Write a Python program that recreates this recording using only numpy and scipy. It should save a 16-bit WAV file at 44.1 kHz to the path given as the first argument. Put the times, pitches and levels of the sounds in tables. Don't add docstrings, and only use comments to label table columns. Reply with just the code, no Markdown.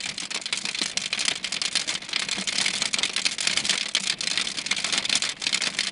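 import sys
import numpy as np
from scipy import signal
from scipy.fft import rfft, irfft
from scipy.io import wavfile
from scipy.ndimage import uniform_filter1d

SR = 44100
rng = np.random.default_rng(int(sys.argv[2]) if len(sys.argv) > 2 else 0)


def generate_wav(signal):
    frames = np.transpose(np.atleast_2d(signal))
    scaled = np.clip(frames, -1, 1) * 32767
    pcm = np.round(scaled).astype(np.int16)
    wavfile.write(sys.argv[1], SR, pcm)


N = 260631
TIME = np.arange(N) / SR
TOP_HZ = 10400
RING_SIZE = 2304

# landing time in seconds, level over the first
# moments in dB, brightness in dB, body in dB.
STONES = [(0.0043, -29.5, -2, -3), (0.036, -27.5, 0, -9), (0.0567, -26.5, 1, 9), (0.0895, -25.5, -1, -2),
          (0.111, -41, 2, 20), (0.1788, -26.5, -1.5, -1), (0.2, -27.5, 1, -15.5), (0.2315, -29.5, -3, 4),
          (0.3054, -30.0, 3, 13), (0.3137, -27, -6, -1), (0.346, -24, -1.5, 4), (0.359, -26.5, -5.5, 14),
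          (0.414, -31, 3.5, 5), (0.4568, -25, -3, -6), (0.526, -19.0, -3, 0), (0.5592, -33, 4, 5),
          (0.5733, -24.5, 5, 2), (0.5846, -31, 3, -1), (0.6163, -33.5, 4, 2), (0.6527, -22.5, 0.5, 7.5),
          (0.687, -23.0, 0, 5), (0.7466, -24.5, -6, -13), (0.787, -23.5, 0.5, 1), (0.8159, -19.5, -4, 0),
          (0.831, -27, 1.5, -9), (0.8584, -23, 1, -10), (0.8965, -31, 1.5, 10), (0.9364, -50, -5, 3),
          (0.9721, -18, 1.5, 4.5), (1.0163, -27.5, 2.5, 6), (1.0371, -28.0, -8, -8), (1.0578, -23.0, 1, -5),
          (1.128, -19.5, -5.5, -4), (1.176, -25.5, -9.5, 3), (1.1916, -24, 6, -6), (1.2065, -22, -0.5, 0),
          (1.222, -27.5, -11, -2.5), (1.2513, -21.5, 2.5, -1), (1.281, -16.0, 1, 1.5),
          (1.333, -35.5, -3, 5), (1.355, -27, -2.5, -7), (1.4439, -22, -7, -8), (1.4724, -31.5, -2, -1),
          (1.5224, -23, 3.5, 4), (1.5419, -25, -2, -7), (1.565, -24.5, -7.5, -6), (1.6162, -20, -1, 1.5),
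          (1.6512, -21.5, -2, -1), (1.657, -23.5, 0.5, -20), (1.712, -34, 5, 7), (1.727, -31.5, 3, -3),
          (1.7543, -18, -1.5, -5.5), (1.7702, -18.5, -3.5, -8), (1.795, -24.0, 2, 8), (1.814, -26, 1, 3),
          (1.877, -26.5, 4, 14), (1.8905, -21.5, -3, -1.5), (1.9039, -26, -1, 9), (1.939, -28.5, 5, -1),
          (1.9516, -23.5, -9.5, -9), (2.0191, -33, -4.5, 8), (2.0888, -30.5, 1.5, 11),
          (2.13, -22.5, -14.5, -7), (2.16, -18.0, -9, 1), (2.1946, -22.5, 1.5, -4), (2.221, -23.5, -9, -2),
          (2.2863, -24, -3.5, 8), (2.3123, -22.5, -0.5, -2), (2.3269, -25.0, -4, 1), (2.352, -30.5, 1, -5),
          (2.383, -26.5, 1, 7.5), (2.41, -27.5, 6, 4), (2.4736, -22, 0, -6), (2.4867, -22.0, -0.5, -7),
          (2.5249, -26, -2, -1), (2.5558, -23.5, -0.5, -5), (2.5832, -18.5, 2.5, 4), (2.6019, -23, -7.5, 8),
          (2.6124, -19.5, 3, 7), (2.6608, -18.5, -2, -3), (2.6816, -20.5, -2, -0.5), (2.705, -32.5, 7, -5),
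          (2.7345, -26.5, 1, -2), (2.7532, -25, 1.5, -4), (2.7786, -28, 4, -8), (2.81, -28, -2, -1),
          (2.8198, -18, -2, 8), (2.8554, -19.5, 0.5, -1), (2.9313, -26.5, 6, 6), (2.9412, -17.5, -3, -4.5),
          (2.9745, -33, -9, 21), (2.9855, -20.5, 0, 9.5), (3.0318, -17.0, -4.5, -9), (3.053, -22.5, 1, -2),
          (3.0946, -26.5, -6, 9.5), (3.133, -30, -2, -3), (3.163, -19.5, -2.5, -7),
          (3.1785, -24.5, -5.5, 5.5), (3.2174, -27, 2.5, -3), (3.2531, -19, -2.5, -4.5),
          (3.2633, -16.5, 2, 1.5), (3.3115, -28, 2.5, 3), (3.325, -29, 1, 3), (3.383, -25, -1, -6),
          (3.4053, -21.5, 3.5, 1), (3.425, -26.5, 1.5, -4), (3.4439, -30, -9.5, 2.5), (3.472, -15.5, 0, -2),
          (3.497, -23, -8, 3.5), (3.5117, -24.5, 1, 2), (3.531, -24, -1.5, 1), (3.563, -28, 5.5, 0),
          (3.5726, -16.5, 2.5, 6.5), (3.6012, -27.0, 3, -1), (3.652, -23, 2, 7), (3.664, -25, 0, 1),
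          (3.695, -16.5, 0, -2), (3.7071, -18.5, -0.5, -7), (3.738, -27.5, 2.5, 20),
          (3.7766, -21.5, -0.5, -1), (3.8104, -21.5, -3.5, -6), (3.829, -27, -0.5, 2),
          (3.885, -28, -0.5, 7), (3.9496, -16, -2.5, -5.5), (4.0, -28, 8, 10), (4.032, -30.0, 1.5, 7),
          (4.0372, -26.5, 1.5, 0), (4.0715, -21, 2, -1), (4.0981, -17.5, -2, -4.5), (4.2071, -22.5, 4, 3),
          (4.2343, -26, -1, -3), (4.272, -19.5, -1, 0), (4.3004, -25.5, 2.5, 8), (4.3129, -21.5, 1.5, 6),
          (4.3749, -18, -7, -7), (4.3889, -34, 3, 1), (4.413, -22, 1, 2), (4.4462, -31.5, 5, 1),
          (4.471, -23.0, -2, 0), (4.5151, -28.5, -1, -1), (4.572, -28, 0, -2), (4.5858, -23, 0.5, 5.5),
          (4.6623, -23.5, 0.5, -3), (4.7118, -17, -3, -2.5), (4.7646, -25, 1, 4), (4.7809, -25.5, -4, -6),
          (4.8, -28.0, 1, -5), (4.8443, -19.5, -1, 9.5), (4.866, -33.5, 9, 1.5), (4.8979, -27, -4.5, -5),
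          (4.9252, -21.0, 1.5, 5.5), (4.9359, -20, 1.5, 8.5), (4.9778, -17.5, -3.5, 3),
          (5.0514, -21.5, -3.5, -15), (5.095, -19.5, 0, 5), (5.1263, -16.5, -4.5, 0),
          (5.154, -16.5, 2.5, -2), (5.1963, -38, 7, 10), (5.221, -21.0, -0.5, -10), (5.2366, -23, -6.5, 7),
          (5.2507, -25, -0.5, -4), (5.2716, -32, -9, -1), (5.2908, -23, 3.5, 1), (5.4167, -31.5, -3, 10.5),
          (5.4389, -25.5, -2.5, -6), (5.467, -18, -1.5, -3.5), (5.5279, -20, -4.5, -2),
          (5.5446, -17, -0.5, 0), (5.606, -27.5, -21, 8), (5.619, -22.0, 3, 11.5), (5.6371, -21.5, -4, 1),
          (5.6557, -28, -8, 3), (5.6703, -20.0, -1.5, 11.5), (5.747, -31, -1, 13), (5.788, -19, -2, 0),
          (5.807, -20, -5.5, -11), (5.8337, -26, -0.5, -11), (5.8698, -22.5, -1, -2)]


def undb(db):
    return 10 ** (np.asarray(db) / 20)


def unit(x):
    return x / np.sqrt(np.mean(x ** 2))


def along(hz, table):
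    f, value = np.transpose(table)
    return np.interp(np.log(np.maximum(hz, 1)), np.log(f), value)


def walk(rate):
    return np.interp(TIME * rate, np.arange(1024), rng.standard_normal(1024))


def place(times, sounds):
    out = np.zeros(N + sounds.shape[1])
    starts = np.clip(times * SR, 0, N - 1).astype(int)
    for start, sound in zip(starts, sounds):
        out[start:start + len(sound)] += sound
    return out[:N]


def sill_rings(bright_db, body_db, near_db):
    spot_db = 3.0
    crack, crack_s = 0.32, 0.00022
    echo_s, echo_spread, echo_gain = 0.0022, 0.35, 0.78
    onset_s = 0.0077
    # frequency in Hz, relative level in dB.
    sill = [(60, -30), (130, -22), (200, -21.5), (420, -21.5), (700, -22), (1100, -15), (1600, -10.5),
            (2150, -7), (2800, -8), (4300, -5), (5500, -6), (7500, -7), (10300, -12)]
    # frequency in Hz, width in Hz, lift in dB.
    sill_peaks = [(674, 130, 7.5), (2152, 160, 4), (2450, 370, 5), (3132, 217, 6.5), (3533, 264, 7),
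                  (4190, 205, 7), (4825, 360, 4.5)]
    # frequency in Hz, 60 dB decay time in seconds.
    sill_ring = [(200, 0.099), (900, 0.041), (2200, 0.04), (4000, 0.033), (9000, 0.022)]

    count = len(bright_db)
    t = np.arange(RING_SIZE) / SR
    hz = np.linspace(60, TOP_HZ, 500) + rng.uniform(-3, 3, 500)
    decay = np.log(1000) / along(hz, sill_ring)
    modes = np.exp(np.outer(2j * np.pi * hz - decay, t))
    db = along(hz, sill)
    for f, width, lift in sill_peaks:
        db = db + lift / (1 + (2 * (hz - f) / width) ** 2)

    treble = along(hz, [(2000, -0.64), (4300, -0.031), (7000, 0.84)])
    bass = along(hz, [(1000, 0.94), (2400, 0)])
    spots = rng.standard_normal((count, len(hz)))
    favoured = unit(uniform_filter1d(spots, size=24, axis=1, mode="wrap"))
    colour_db = np.outer(bright_db, treble) + np.outer(body_db, bass)
    weight = undb(db + colour_db + spot_db * favoured * (1 - bass))

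    modes *= 1 + crack * np.exp(-t / crack_s)
    cosines, sines = modes.real.copy(), modes.imag.copy()

    rings, lags = np.zeros((count, RING_SIZE)), np.zeros(count, int)
    bounce = np.minimum(echo_gain * undb(-near_db), 1)[:, None]
    for share in (1, bounce, bounce ** 2):
        path = (weight * rng.standard_normal(weight.shape)) @ cosines
        path += (weight * rng.standard_normal(weight.shape)) @ sines
        delayed = [np.pad(ring, (lag, 0))[:RING_SIZE] for ring, lag in zip(path, lags)]
        rings += share * np.array(delayed)
        extra_s = echo_s * np.exp(echo_spread * rng.standard_normal(count))
        lags = lags + (SR * extra_s).astype(int)
    return rings / np.sqrt(np.mean(rings[:, t < onset_s] ** 2, axis=1, keepdims=True))


def hailstones():
    near_slope = 0.38
    splinter_db, scatter_db = -17, 5.0
    splinter_s, flight_spread = 0.013, 0.4
    s, db, bright_db, body_db = np.transpose(STONES)
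    rings = sill_rings(bright_db, body_db - 3.0, near_slope * (db - db.mean()))
    out = place(s, rings * undb(db)[:, None])
    for _ in range(2):
        flight, size, hardness = rng.standard_normal((len(s), 3)).T
        s = s + splinter_s * np.exp(flight_spread * flight)
        rings = sill_rings(bright_db - 6.0 + 3 * hardness, body_db + 4.5, hardness)
        out += place(s, rings * undb(db + splinter_db + scatter_db * size)[:, None])
    return out


def bounces():
    flight_s, flight_spread = 0.024, 0.33
    loss_db, scatter_db = -12, 4.5
    size_share = 0.47
    s, db, bright_db, _ = np.transpose(STONES)
    flight, size, hardness = np.clip(rng.standard_normal((len(s), 3)), -2, 2).T
    rings = sill_rings(bright_db + 2 * hardness, np.full(len(s), 3), hardness)
    bounce_db = db.mean() + size_share * (db - db.mean()) + loss_db + scatter_db * size
    landing_s = s + flight_s * np.exp(flight_spread * flight)
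    return place(landing_s, rings * undb(bounce_db)[:, None])


def pellets(shower_db):
    count = 800
    size_db, hardness_db, weight_db = 7.5, 5, 4
    when = rng.uniform(0, N / SR, count)
    size, hardness, weight = np.clip(rng.standard_normal((count, 3)), -2, 2).T
    rings = sill_rings(-2 + hardness_db * hardness, 4 + weight_db * weight, 2 * size)
    patter = place(when, rings * undb(size_db * size)[:, None])
    return unit(patter) * undb(shower_db - 7)


def building(shower_db):
    drum_count, drum_db, size_db = 700, -49, 3.5
    drum_follow = 0.39
    knock_db = -19
    # frequency in Hz, relative level in dB, 60 dB decay in seconds.
    panel = [(130, -9, .07), (155.6, -3, 0.092), (193.4, 1.5, 0.13), (232, -3, 0.095), (294, 0, 0.058),
             (321, -3, 0.039), (414, -10, 0.036), (519, 0, 0.027), (708, -1.5, 0.025), (870, -24, 0.024),
             (1052, -8.5, 0.034)]
    # time in seconds, peak in dB ahead of the bass cut.
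    thuds = [(0.227, -31.5), (0.64, -30.5), (0.813, -23.5), (0.968, -26.5), (1.057, -34), (1.281, -30.5),
             (1.315, -23.5), (1.751, -37), (1.874, -31), (2.381, -23), (2.581, -28.5), (2.817, -38),
             (2.952, -34), (3.251, -36), (3.557, -40), (3.638, -30), (3.703, -36), (4.006, -35),
             (4.469, -40), (4.583, -37), (4.711, -42), (4.932, -27), (4.977, -33), (5.098, -43),
             (5.464, -37)]

    t = np.arange(4 * RING_SIZE) / SR
    modes = np.array([undb(db) * np.sin(2 * np.pi * hz * t) * 1000 ** (-t / t60) for hz, db, t60 in panel])

    def strike(s, peak_db):
        rings = rng.standard_normal((len(s), len(panel))) @ modes
        peaks = np.abs(rings).max(axis=1, keepdims=True)
        return place(s, rings * undb(peak_db)[:, None] / peaks)

    thud_s, heavy_db = np.transpose(thuds)
    stone_s, stone_db, *_ = np.transpose(STONES)
    drum_sizes = size_db * np.clip(rng.standard_normal(drum_count), -2, 2)
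    drumming = strike(rng.uniform(0, N / SR, drum_count), drum_sizes)
    drumming = unit(drumming) * undb(drum_db + drum_follow * (shower_db - shower_db.mean()))
    return drumming + strike(thud_s, heavy_db) + strike(stone_s, stone_db + knock_db)


def room(x):
    wet_db = -19
    t60, gap_s, dull_hz = 0.071, 0.00439, 2500
    t = np.arange(SR // 2) / SR
    tail = rng.standard_normal(len(t)) * 1000 ** (-t / t60) * (t > gap_s)
    tail = signal.sosfilt(signal.butter(1, dull_hz, fs=SR, output="sos"), tail)
    return undb(wet_db) * np.std(x) * unit(signal.fftconvolve(x, tail)[:N])


def rain(shower_db):
    level_db, shower_share = -49, 0.52
    swell_db, flicker_db = -1.15, 3.0
    # frequency in Hz, relative density in dB per Hz.
    rain_colour = [(25, 5.5), (90, 8), (180, 16), (420, 3.5), (700, 5.5), (950, 2), (1500, -1), (2300, 11),
                   (4000, -1), (6000, -16.5), (10300, -13)]
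    hz = np.linspace(0, SR / 2, N // 2 + 1)
    hiss = irfft(rfft(rng.standard_normal(N)) * undb(along(hz, rain_colour)), N)
    surge_db = shower_share * (shower_db - shower_db.mean())
    return unit(hiss) * undb(level_db + surge_db + swell_db * walk(0.64) + flicker_db * walk(62))


def scene():
    # time in seconds, level in dB.
    shower = [(0.0, -34), (0.18, -37), (0.33, -50), (0.67, -34.5), (1.79, -37), (1.92, -31.5), (2.16, -39),
              (2.34, -30.5), (2.67, -28), (3.22, -39), (3.61, -23), (3.88, -47), (4.1, -36.5), (4.26, -31),
              (4.62, -33.5), (5.08, -27.5), (5.32, -31), (5.91, -32.5)]
    shower_db = np.interp(TIME, *np.transpose(shower))
    hail = hailstones() + bounces() + pellets(shower_db)
    struck = hail + room(hail) + building(shower_db)
    bass_cut = signal.butter(4, 162, "highpass", fs=SR, output="sos")
    struck = signal.sosfilt(bass_cut, struck)
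    return (struck + rain(shower_db))[None]


def record(dry):
    return signal.sosfilt(signal.ellip(10, .2, 70, TOP_HZ, fs=SR, output="sos"), dry)


dry = scene()
out = record(dry)
generate_wav(out)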